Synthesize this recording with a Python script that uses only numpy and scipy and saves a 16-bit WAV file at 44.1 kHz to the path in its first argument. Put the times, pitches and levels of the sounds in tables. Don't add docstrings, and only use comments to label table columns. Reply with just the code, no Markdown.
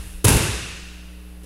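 import sys
import numpy as np
from scipy import signal
from scipy.fft import rfft, irfft
from scipy.io import wavfile

SR = 44100
rng = np.random.default_rng(int(sys.argv[2]) if len(sys.argv) > 2 else 0)


def master_out(mix):
    frames = np.transpose(np.atleast_2d(mix))
    ceiling = np.clip(frames, -1, 1)
    pcm = np.round(ceiling * 32767).astype(np.int16)
    wavfile.write(sys.argv[1], SR, pcm)


def decibels_to_gain(level_db):
    exponent = np.asarray(level_db, float) / 20
    return 10 ** exponent


N = 63945
T = np.arange(N) / SR
F = np.fft.rfftfreq(N, 1 / SR)
FALL_S = .246


def read(table, hz):
    table = np.array(table)
    return np.interp(np.log(hz + 1), np.log(table[:, 0]), table[:, 1])


def unit(x):
    return x / np.sqrt(np.mean(x ** 2))


def noise(gain):
    return irfft(rfft(rng.standard_normal(N)) * gain, N)


def peak(hz, width_hz):
    return 1 / (1 + 1j * (F ** 2 - hz ** 2) / (F * width_hz + 1))


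def fade(start, rise, t60):
    t = np.maximum(T - start, 0)
    return (1 - np.exp(-t / rise)) * np.exp(-np.log(1000) * t / t60)


# start in seconds, level in dB, decay time in seconds.
SLAP_HITS = [(.2428, -16, .0015), (.2452, -8, .003), (.2495, -12, .003), (.2530, -11, .0025),
             (.2645, -22, .004), (.2790, -15, .003), (.2820, -8.5, .003), (.2900, -14, .005),
             (.3030, -19, .004), (.322, -22, .008), (.345, -24, .008), (.366, -23, .01), (.42, -28, .01),
             (1.4335, -48, .006), (1.4405, -50, .008)]
# frequency in Hz, gain in dB.
SLAP_COLOUR = [(200, -9.5), (480, 1.5), (900, -3), (2000, -3.5), (4500, -6), (8000, -2.5), (10500, -2),
               (15000, -16.5)]


def slaps():
    rise_s = .0005
    envelope = 0
    for start, db, length in SLAP_HITS:
        t60 = np.log(1000) * length
        envelope = envelope + decibels_to_gain(db) * fade(start, rise_s, t60)
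    crackle = unit(noise(decibels_to_gain(read(SLAP_COLOUR, F))))
    return envelope * crackle


# start in seconds, level in dB, pitch in Hz (negative flips polarity), swell time in seconds.
BODY_THUMPS = [(-.012, -24, 46.5, 0.015), (0.031, -39.5, 97, 0.031), (0.126, -29, 33, 0.033),
               (0.2429, -10.5, 356, 0.0034), (.2440, -10.5, 100, 0.0048), (.2490, -13.5, -440, 0.0029),
               (0.2531, -5.5, 101.5, 0.0091), (0.2837, -7.5, -125, 0.0038), (0.294, -25.5, 60, 0.043),
               (.3110, -8, 91, 0.0055), (.3350, -11.5, -100, 0.0074), (0.339, -21, 143.5, 0.012),
               (.3490, -6.5, -79, 0.0093), (0.362, -8, 88, 0.0072), (0.403, -14.5, -105, 0.0048),
               (0.426, -18, -105, 0.01), (.4450, -22, 132, 0.011), (0.481, -21, 101, .015),
               (0.508, -25, 60, 0.034), (0.568, -37, 89.5, 0.028), (.6000, -31.5, 111, 0.023),
               (0.692, -37, 89, 0.02), (1.433, -47, 351, 0.0022), (1.437, -49, 480, .006)]


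def thumps():
    out = 0
    for start, db, hz, swell in BODY_THUMPS:
        u = np.maximum(T - start, 0) / swell
        envelope = u * np.exp(.5 - u ** 2 / 2)
        out = out + decibels_to_gain(db) * envelope * np.sin(2 * np.pi * hz * (T - start))
    return out


# frequency in Hz, level in dB, t60 in seconds.
BOOM_MODES = [(40.4, -34, .9), (54, -33, 0.71), (105.8, -32.5, 1.6), (156.6, -29.5, 1.52), (205.5, -22, .7),
              (262, -25, 0.72), (332.3, -26.5, 0.64), (425, -22.5, 0.71)]


def boom():
    rise_s = 0.028
    out = 0
    for hz, db, t60 in BOOM_MODES:
        phase_turns = rng.random()
        tone = np.sin(2 * np.pi * (hz * (T - FALL_S) + phase_turns))
        out = out + decibels_to_gain(db) * fade(FALL_S, rise_s, t60) * tone
    return out


# start in seconds, level in dB, build-up in seconds.
HALL_BLOWS = [
    (-.35, -28, .03),
    (0.244, -15.5, 0.025),
    (1.433, -57, 0.0079),
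]
# frequency in Hz, gain in dB.
HALL_COLOUR = [(40, -26), (110, 8.5), (350, 16), (700, 3), (1600, 2.5), (4000, -2.5), (10000, 0.5),
               (15000, -11.5)]
# frequency in Hz, t60 in seconds.
HALL_T60 = [(60, 0.69), (500, 1.027), (1000, 1.236), (2200, 1.68), (4000, 1.78), (7000, 1.377),
            (11000, 0.8), (15000, 0.7)]
# centre in Hz, width in Hz, level in
# dB, t60 in seconds.
WALL_PANELS = [(442, 118, -17, 1.2), (893, 160, -6.5, 0.59), (1532, 640, -17, 1.62), (2677, 440, -13, 2.04),
               (3700, 440, -16.5, 1.46)]


def ring(t60):
    steepen_db_s2 = 3
    out = 0
    for start, db, rise in HALL_BLOWS:
        level = decibels_to_gain(db - steepen_db_s2 * (T - start) ** 2)
        out = out + level * fade(start, rise, t60)
    return out


def hall():
    spectrum = rfft(unit(noise(decibels_to_gain(read(HALL_COLOUR, F)))))
    out = 0
    for k in range(29):
        hz = 30 * 2 ** (k / 3)
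        bell = np.cos(np.pi / 2 * np.clip(3 * np.log2((F + 1) / hz), -1, 1)) ** 2
        out = out + ring(read(HALL_T60, hz)) * irfft(spectrum * bell, N)
    for hz, width_hz, db, t60 in WALL_PANELS:
        panel = unit(noise(peak(hz, width_hz) ** 2))
        out = out + decibels_to_gain(db) * ring(t60) * panel
    return out


# time in seconds, level in dB.
CLOTH_SWISH = [
    (0, -53),
    (0.059, -50),
    (.13, -52),
    (.19, -55.5),
    (.24, -62.5),
]


def cloth():
    centre_hz, width_hz = 9500, 5000
    s, db = np.array(CLOTH_SWISH).T
    level = decibels_to_gain(np.interp(T, s, db, right=-99))
    return level * unit(noise(peak(centre_hz, width_hz) ** 2))


def floor_sway():
    centre_hz, width_hz, level_db, t60_s = 38, 14, -41, 3.
    sway = unit(noise(peak(centre_hz, width_hz) ** 2))
    return decibels_to_gain(level_db) * fade(-0.0051, .001, t60_s) * sway


# multiple of the mains frequency, peak level in dB.
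LAMP_HUM = [(1, -37), (3, -45), (5, -53), (7, -60), (9, -68), (11, -71)]


def hum():
    mains_hz, peak_s, lead_hz = 60, .01035, 25
    out = 0
    for k, db in LAMP_HUM:
        lead = np.arctan(lead_hz / (k * k * mains_hz))
        out = out + decibels_to_gain(db) * np.cos(2 * np.pi * k * mains_hz * (T - peak_s) + lead)
    return out


# frequency in Hz, gain in dB.
AIR_COLOUR = [(30, -3.5), (100, -21.5), (300, -22.5), (1000, -29.5), (3000, -33.5), (7000, -41.5),
              (10000, -37), (15500, -43.5)]


def air():
    level_db = -48
    return decibels_to_gain(level_db) * unit(noise(decibels_to_gain(read(AIR_COLOUR, F))))


def scene():
    fall = slaps() + thumps() + boom() + hall()
    background = cloth() + floor_sway() + hum() + air()
    return (fall + background)[None]


def microphone(x):
    hz, width_hz, level_db, clip = 10570, 1900, -0.5, .52
    x = irfft(rfft(x) * (1 + decibels_to_gain(level_db) * peak(hz, width_hz)), N)
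    return x / (1 + np.abs(x / clip) ** 6) ** (1 / 6)


# time in seconds, top frequency in Hz.
BAND_CEILING = [(.22, 15800), (.24, 16700), (.26, 15900), (.41, 15800), (.425, 15000), (.51, 14900),
                (.52, 14400), (.62, 14300), (.63, 15000), (.7, 14900), (.72, 12600), (.745, 15700)]


def moving_top(x):
    hz, s, z = signal.stft(x, SR, nperseg=1024)
    top_hz = np.interp(s, *np.array(BAND_CEILING).T)
    z = z * (hz[:, None] < top_hz)
    return signal.istft(z, SR, nperseg=1024)[1][:, :N]


def roll_off(x):
    return signal.sosfilt(signal.butter(12, 16990, fs=SR, output="sos"), x)


def record(dry):
    mix = moving_top(microphone(dry))
    return roll_off(mix)


dry = scene()
out = record(dry)
master_out(out)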